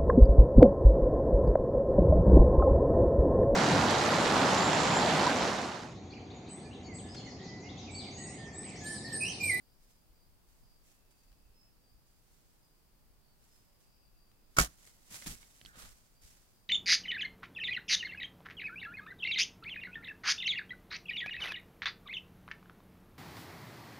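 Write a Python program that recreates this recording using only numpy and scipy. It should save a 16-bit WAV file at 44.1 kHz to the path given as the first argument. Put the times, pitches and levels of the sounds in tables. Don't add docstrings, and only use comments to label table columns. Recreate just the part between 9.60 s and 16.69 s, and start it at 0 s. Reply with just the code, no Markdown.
import sys
import numpy as np
from scipy import signal
from scipy.fft import rfft, irfft, next_fast_len
from scipy.io import wavfile
from scipy.ndimage import uniform_filter1d, map_coordinates

SR = 44100
rng = np.random.default_rng(int(sys.argv[2]) if len(sys.argv) > 2 else 0)


def pcm_store(signal):
    levels = np.round(np.clip(np.atleast_2d(signal), -1, 1) * 32767)
    wavfile.write(sys.argv[1], SR, levels.astype(np.int16).T)


N = 312669
TIME = np.arange(N) / SR
SIDES = np.array([[.5], [-.5]])


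def amp(db):
    return 10 ** (np.asarray(db) / 20)


def unit(x):
    return x / np.sqrt(np.mean(x ** 2) + 1e-20)


def along(points, hz):
    f, v = np.transpose(points)
    return np.interp(np.log(hz + 1), np.log(f + 1), v)


def wobble(rate):
    knots = rng.standard_normal(int(N * rate / SR) + 4)
    return map_coordinates(knots, [TIME * rate])


def fade(t, t60):
    return (t >= 0) * np.exp(-np.log(1000) * np.abs(t) / t60)


def swell(s, db, rise, t60):
    t = TIME - s
    onset = np.sin(np.pi / 2 * np.clip(t / rise, 0, 1)) ** 2
    return amp(db) * onset * fade(np.maximum(t - rise, 0), t60)


def together(swells):
    return np.sqrt(sum(g ** 2 for g in swells))


def add(track, s, sound):
    part = track[..., max(round(s * SR), 0):][..., :sound.shape[-1]]
    part += sound[..., :part.shape[-1]]


def filtered(x, response):
    m = next_fast_len(N + 8192)
    return irfft(rfft(x, m) * response(np.fft.rfftfreq(m, 1 / SR)), m)[..., :N]


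def rush(spectrum, alike, grain=1):
    def mid_side(hz):
        turn = np.arccos(np.clip(along(alike, hz), -1, 1)) / 2
        return amp(along(spectrum, hz)) * np.array([np.cos(turn), np.sin(turn)])
    mid, side = filtered(grain * rng.standard_normal((2, N)), mid_side)
    return unit(np.array([mid + side, mid - side]))


def place(x, balance, lead_ms):
    def ports(hz):
        early = np.exp(2j * np.pi * hz * SIDES * lead_ms / 1000)
        return amp(SIDES * along(balance, hz)) * early
    return filtered(x, ports)


def ring(modes, t, attack):
    tones = sum(amp(db) * fade(t, t60) * np.sin(2 * np.pi * hz * t) for hz, db, t60 in modes)
    return tones * (1 - np.exp(-t / attack))


# frequency in Hz, t60 in seconds.
TREE_DECAY = [(200, .3), (2000, 0.29), (5000, 0.36), (14000, 0.51)]


def woods(x):
    hz, t, z = signal.stft(rng.standard_normal((2, SR // 2)), SR, nperseg=256)
    decay = fade(t, along(TREE_DECAY, hz)[:, None])
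    tail = signal.istft(z * decay, SR, nperseg=256)[1]
    return signal.fftconvolve(x, tail / np.linalg.norm(tail[0]), axes=1)[:, :N]


# frequency in Hz, relative level per Hz in dB.
HUSH_COLOUR = [(59, -25.5), (100, 0), (500, -12), (925, -14.5), (1860, -20.5), (3900, -22.5), (4720, -19),
               (6220, -24.5), (11300, -22.5), (12800, -23.5), (13900, -19), (15800, -21)]
# frequency in Hz, relative level per Hz in dB.
PUFF_COLOUR = [(8.8, -28), (15, 5.5), (35, -.5), (75, -8.5), (161, -25.5), (200, -23.5), (260, -52),
               (440, -120)]
# frequency in Hz, left-right correlation.
FAR_ALIKE = [(60, .3), (130, 0.23), (600, 0.33), (1400, 0.18), (3000, 0.022)]
# start in seconds, level in dB before the flow trim.
AIR_PUFFS = [(.47, -65), (.64, -64), (.98, -65.5), (1.67, -65), (1.82, -68), (2.29, -64.5), (3.47, -66),
             (5.64, -54), (6.01, -61.5), (6.2, -54), (6.6, -61.5)]
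PUFF_RISE_S, PUFF_T60_S = .05, .4
BREEZE_DB, GUSTY_DB = -72.5, 1.5
FLOW_TRIM_DB = 4


def air():
    hush = amp(-69.5 + 0.37 * wobble(2)) * rush(HUSH_COLOUR, FAR_ALIKE)
    drift = amp(BREEZE_DB + GUSTY_DB * wobble(5))
    puffs = [swell(s, db, PUFF_RISE_S, PUFF_T60_S) for s, db in AIR_PUFFS]
    flow = together([drift] + puffs)
    return hush + amp(FLOW_TRIM_DB) * flow * rush(PUFF_COLOUR, FAR_ALIKE)


# start in seconds, middle pitch in Hz, level in dB before scattering and trim.
NEAR_CHIRPS = [(-.05, 4770, -72), (.04, 5230, -75), (.2, 5020, -75), (.3, 4890, -75), (.535, 4760, -70),
               (1.015, 4920, -70.5), (1.048, 4720, -72), (1.48, 4740, -73), (1.57, 4620, -75),
               (1.67, 5020, -78), (1.935, 5195, -65.3), (2.22, 4710, -72), (2.28, 5030, -75.5),
               (2.44, 4780, -78), (2.99, 4920, -72.5), (3.14, 4900, -78), (3.6, 4550, -73),
               (3.89, 5190, -68.5), (4.04, 5070, -77), (4.235, 4730, -72), (4.275, 5210, -74),
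               (4.36, 4730, -73.5), (4.55, 4700, -72), (4.77, 4920, -77), (6.54, 4710, -69),
               (6.599, 5230, -70.5), (6.92, 4840, -74.5)]
# start in seconds, end in seconds.
TRILL_SPANS = [(1.25, 2.23), (4.2, 4.95)]
# frequency in Hz, relative level per Hz in dB.
CHORUS_COLOUR = [(4300, -34), (4600, 1.5), (4780, 0.5), (5050, -4.5), (5400, -49)]
CHIRP_S, CHIRP_FALL = .145, .012


def chirp_call(hz, pace, lag, pulse_hz=59, sag=0.024):
    t = np.arange(int(CHIRP_S * SR)) / SR
    stroke = t * pulse_hz * (1 + .04 * pace) % 1
    pitch = hz * (1 + sag * (1 - 2 * stroke) + CHIRP_FALL * (.5 - t / CHIRP_S))
    tone = np.sin(2 * np.pi * np.cumsum(pitch) / SR + SIDES * lag)
    return tone * np.sin(np.pi * stroke) ** 2 * signal.windows.tukey(len(t), .3)


def crickets(spread_db=3, trill_hz=2640):
    calls = np.zeros((2, N))
    for (s, hz, db), (pan, lag, pace) in zip(NEAR_CHIRPS, rng.standard_normal((len(NEAR_CHIRPS), 3))):
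        add(calls, s, amp(db + spread_db * pan * SIDES) * chirp_call(hz, pace, lag))
    calls = calls * amp(2.0 * wobble(50))
    scattered = .8 * calls + woods(calls)
    on = sum(1. * ((TIME > start) & (TIME < end)) for start, end in TRILL_SPANS)
    singing = uniform_filter1d(on, size=4000)
    trill_colour = [(trill_hz * .8, -60), (trill_hz * .98, 0), (trill_hz * 1.02, 0), (trill_hz * 1.2, -60)]
    trill = amp(-88.5 + 2 * wobble(12)) * singing * rush(trill_colour, FAR_ALIKE)
    chorus = amp(-89.3 + 2 * wobble(4)) * rush(CHORUS_COLOUR, FAR_ALIKE)
    return amp(-1.5) * scattered + trill + chorus


BAND_S, BAND_DB, BAND_RISE_S, BAND_T60_S = 6.055, -65, .025, .9
BAND_HZ, BAND_FLOOR_HZ, BAND_SAG_HZ_PER_S, BAND_WIDTH_HZ = 1830, 1350, 4000, 520


def sinking_band():
    sinking = BAND_HZ - BAND_SAG_HZ_PER_S * (TIME - BAND_S)
    hz = np.clip(sinking, BAND_FLOOR_HZ, BAND_HZ)
    flutter = wobble(BAND_WIDTH_HZ) + 1j * wobble(BAND_WIDTH_HZ)
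    band = flutter * np.exp(2j * np.pi * np.cumsum(hz) / SR)
    return swell(BAND_S, BAND_DB, BAND_RISE_S, BAND_T60_S) * unit(band.real)


# start in seconds, level in dB before the rustle trim, rise in seconds, t60 in seconds.
RUB_STROKES = [(.151, -77, .09, .9), (.28, -73.2, .02, .34), (.841, -77.6, .07, 1.6),
               (1.18, -72.2, .14, .45), (1.506, -70, .005, .1), (1.53, -80, .04, 1.8),
               (1.63, -73, .005, .1), (2.45, -77.2, .025, 1), (2.468, -77.3, .3, 2),
               (3.764, -74.6, .09, .55), (3.877, -75.2, .085, .77), (4.19, -74.5, .02, .5),
               (4.819, -69.8, .275, .92), (5.136, -66, .1, 1.13), (5.258, -60.7, .02, .17),
               (5.371, -67.4, .12, .5), (5.489, -53.4, .036, .31), (5.508, -51, .05, .48),
               (5.604, -54.3, .025, .38), (5.652, -45.6, .019, .27), (5.668, -48, .052, .17),
               (5.736, -64.8, .085, 1.23), (5.928, -67.8, .027, 1.5), (6.03, -63, .055, .14),
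               (6.148, -60.3, .03, .3), (6.179, -54.8, .024, .59), (6.264, -62.2, .028, .14),
               (6.298, -76.3, .15, 1.06), (6.595, -67.1, .04, .24), (6.627, -64.9, .036, 1.17)]
# start in seconds, level in dB, t60 in seconds.
LOW_BUMPS = [(4.969, -46, .33), (5.506, -58, .15), (5.658, -41.3, .15), (5.705, -49, .13),
             (6.02, -63.5, .5), (6.161, -59.5, .25), (6.235, -64, .25)]
# frequency in Hz, relative level per Hz in dB.
RUSTLE_COLOUR = [(200, -15), (450, -8.5), (1000, -7), (1400, -5), (2000, -3.2), (2800, -5.2), (4200, -4.2),
                 (6000, -1), (8300, -2), (10500, -4.5), (15800, -12.5)]
# frequency in Hz, relative level per Hz in dB.
BUMP_COLOUR = [(20, -13), (40, -2), (110, -.5), (200, -4), (300, -8.5), (450, -22.5), (900, -53)]
# frequency in Hz, relative level per Hz in dB.
SWISH_COLOUR = [(250, -22), (560, -3.5), (900, -6), (1400, -1), (2100, -9), (4000, -8), (9000, -36)]
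# frequency in Hz, left-right correlation.
CLOSE_ALIKE = [(150, .93), (600, .8), (1500, 0.36), (4000, 0.13), (15000, 0.083)]
# frequency in Hz, left minus right in dB.
RUSTLE_BALANCE = [(500, 3), (1600, -4.5), (5000, -2.5), (12000, -2)]
FIDGET_DB, RUSTLE_TRIM_DB = -89, 2.8
BUMP_SHARE_DB = -12
BUMP_RISE_S = .008
SWISH_S, SWISH_DB, SWISH_RISE_S, SWISH_T60_S = 6.09, -57, .14, .32


def rustling(crackles_per_s=130):
    rub = together([amp(FIDGET_DB)] + [swell(*stroke) for stroke in RUB_STROKES])
    thuds = [swell(s, db, BUMP_RISE_S, t60) for s, db, t60 in LOW_BUMPS]
    handling = together([amp(BUMP_SHARE_DB) * rub] + thuds)
    slips = amp(1.7 * wobble(1500) + 1.4 * wobble(90))
    breaks = (rng.random(N) < crackles_per_s / SR) * amp(5 * rng.standard_normal(N))
    crackle = signal.fftconvolve(breaks, fade(np.arange(SR // 100) / SR, 0.0036))[:N]
    texture = rush(RUSTLE_COLOUR, CLOSE_ALIKE, grain=slips)
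    texture = texture + amp(-10) * rush(RUSTLE_COLOUR, CLOSE_ALIKE, grain=crackle)
    rustle = amp(RUSTLE_TRIM_DB) * rub * texture
    bumps = handling * rush(BUMP_COLOUR, CLOSE_ALIKE)
    swish_gain = swell(SWISH_S, SWISH_DB, SWISH_RISE_S, SWISH_T60_S)
    swish = swish_gain * rush(SWISH_COLOUR, CLOSE_ALIKE, grain=slips) + sinking_band()
    return place(rustle + swish, RUSTLE_BALANCE, lead_ms=.25) + bumps


# start in seconds, level in dB, pitch in Hz, t60 in seconds,
# broadband snap in dB relative to that level, left minus right in dB.
SMALL_CLICKS = [(1.718, -72, 3000, .014, 8.5, 4), (1.728, -74, 3000, .014, 9, 4),
                (4.7153, -71, 3520, .018, 8.5, 4), (5.273, -61, 2170, .045, 2, -3.5),
                (5.513, -61, 1900, .029, -3, -3), (5.622, -51.5, 2070, .05, 1, -4),
                (5.662, -48, 3450, .027, 6, -3), (5.829, -56, 2220, .033, 0, -3.5),
                (6.014, -46, 3040, .0076, -2, -5.5), (6.0505, -46.5, 4460, .017, -4.5, -5),
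                (6.0603, -36.3, 3180, .008, -12, -8)]
# frequency in Hz, relative level per Hz in dB.
SNAP_COLOUR = [(250, 0), (600, -3.5), (2000, 1.5), (4500, -2.5), (7000, -11), (15000, -20)]


def clicks():
    tones, snaps = np.zeros((2, 2, N))
    t = np.arange(SR // 8) / SR
    for s, db, hz, t60, snap_db, pan_db in SMALL_CLICKS:
        gain = amp(db + pan_db * SIDES)
        add(tones, s, gain * ring([(hz, 0, t60)], t, attack=0.00012))
        add(snaps, s, gain * amp(snap_db) * fade(t, t60))
    return tones + snaps * rush(SNAP_COLOUR, CLOSE_ALIKE)


RELEASE_S, STOP_S = 4.964, 4.9847
WHIP_DB = -44
BUZZ_DB, BUZZ_S, BUZZ_CURVE = -27.8, .103, 1.45
QUIVER_DB, QUIVER_T60_S = -55, .55


def shaking(attack=.003):
    t = TIME - STOP_S
    whip = amp(WHIP_DB) * np.clip((TIME - RELEASE_S) / (2 * attack), 0, 1) * (t < attack)
    wear = np.clip(1 - t / BUZZ_S, 0, 1) ** BUZZ_CURVE
    buzz = amp(BUZZ_DB) * np.clip(t / attack, 0, 1) * wear
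    return together([whip, buzz, swell(STOP_S, QUIVER_DB, attack, QUIVER_T60_S)])


# start in seconds, knock level in dB before the knock trim,
# crack level in dB, crack t60 in seconds.
BOW_CONTACTS = [(4.9665, -38, -43, .02), (4.9692, -25, -28, .024), (4.9762, -29, -49, .02),
                (4.9851, -10.5, -21, 0.019), (4.9866, -12.5, -22.5, .018), (4.9959, -14.5, -29.5, 0.023),
                (4.9998, -34.5, -19.5, 0.019), (5.0078, -23.5, -44, 0.017), (5.0133, -30, -25.5, .022),
                (5.0212, -43.5, -28, 0.016), (5.0462, -42, -34, 0.026)]
# frequency in Hz, relative level in dB, t60 in seconds.
RISER_MODES = [(440, -18.5, 0.039), (655, -12.5, 0.021), (1140, -9, 0.015), (1300, -3.5, 0.019),
               (1392, -2.5, 0.019), (1820, -20, 0.0086), (2227, -7, 0.047)]
# frequency in Hz, relative level in dB, t60 in seconds.
FITTING_MODES = [(5800, -6, .07), (6940, -2.5, .08), (7100, 3.5, 0.067), (7800, -4.5, 0.06),
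                 (8330, -7, .06)]
# frequency in Hz, relative level in dB, t60 in seconds.
LIMB_MODES = [(53, 0, .125), (156, -3.5, .075), (208, -7, .07), (318, -14, .06)]
# frequency in Hz, relative level per Hz in dB.
CRACK_COLOUR = [(600, -22.5), (1900, -1.5), (2800, -6), (3700, -9.5), (4800, -0.5), (6900, .8),
                (9000, -5.3), (12000, -10.5), (15800, -15)]
# frequency in Hz, relative level per Hz in dB.
BUZZ_COLOUR = [(120, -31.5), (200, -7), (340, -3), (393, -12.5), (746, -5.5), (879, -13), (1040, -7),
               (1120, -5), (1760, -5), (2190, -11.5), (2680, -9.5), (4480, -9), (6810, -7.5), (14400, -15),
               (15800, -23)]
# frequency in Hz, left minus right in dB.
SHOT_BALANCE = [(600, 1.5), (1400, -3.5), (3000, 1), (6000, -4.5), (9000, -1.5), (15000, 2)]
SLAM_DB, SLAM_HZ, SLAM_T60_S = -17.5, 120, .035
REBOUND_S, REBOUND_DB = 5.0028, -20
KNOCK_TRIM_DB = -3


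def bow():
    knocks, cracks, metal, shudder = np.zeros((4, N))
    t = np.arange(SR // 2) / SR
    for s, knock_db, crack_db, t60 in BOW_CONTACTS:
        add(knocks, s, amp(knock_db) * ring(RISER_MODES, t, attack=0.00027))
        add(cracks, s, amp(crack_db) * fade(t, t60))
        add(metal, s, amp(crack_db - 22) * ring(FITTING_MODES, t, attack=.0003))
    add(shudder, STOP_S, -ring([(SLAM_HZ, SLAM_DB, SLAM_T60_S)], t, attack=.0006))
    add(shudder, REBOUND_S, -amp(REBOUND_DB) * ring(LIMB_MODES, t, attack=.002))
    crack = cracks * rush(CRACK_COLOUR, CLOSE_ALIKE, grain=amp(3 * wobble(3000)))
    buzz = shaking() * rush(BUZZ_COLOUR, CLOSE_ALIKE, grain=amp(3.2 * wobble(900)))
    knock_balance = [(700, 2.5), (1250, -6.5), (2200, -5.5)]  # (Hz, left minus right dB)
    knock = place(amp(KNOCK_TRIM_DB) * knocks, knock_balance, lead_ms=.22)
    return knock + place(crack + buzz + metal, SHOT_BALANCE, lead_ms=.26) + shudder


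def scene():
    near = bow() + rustling() + clicks()
    return near + amp(-31) * woods(near) + crickets() + air()


def record(dry, top_hz=15900):
    return filtered(dry, lambda hz: 1 / np.sqrt(1 + (hz / top_hz) ** 200))


dry = scene()
out = record(dry)
pcm_store(out)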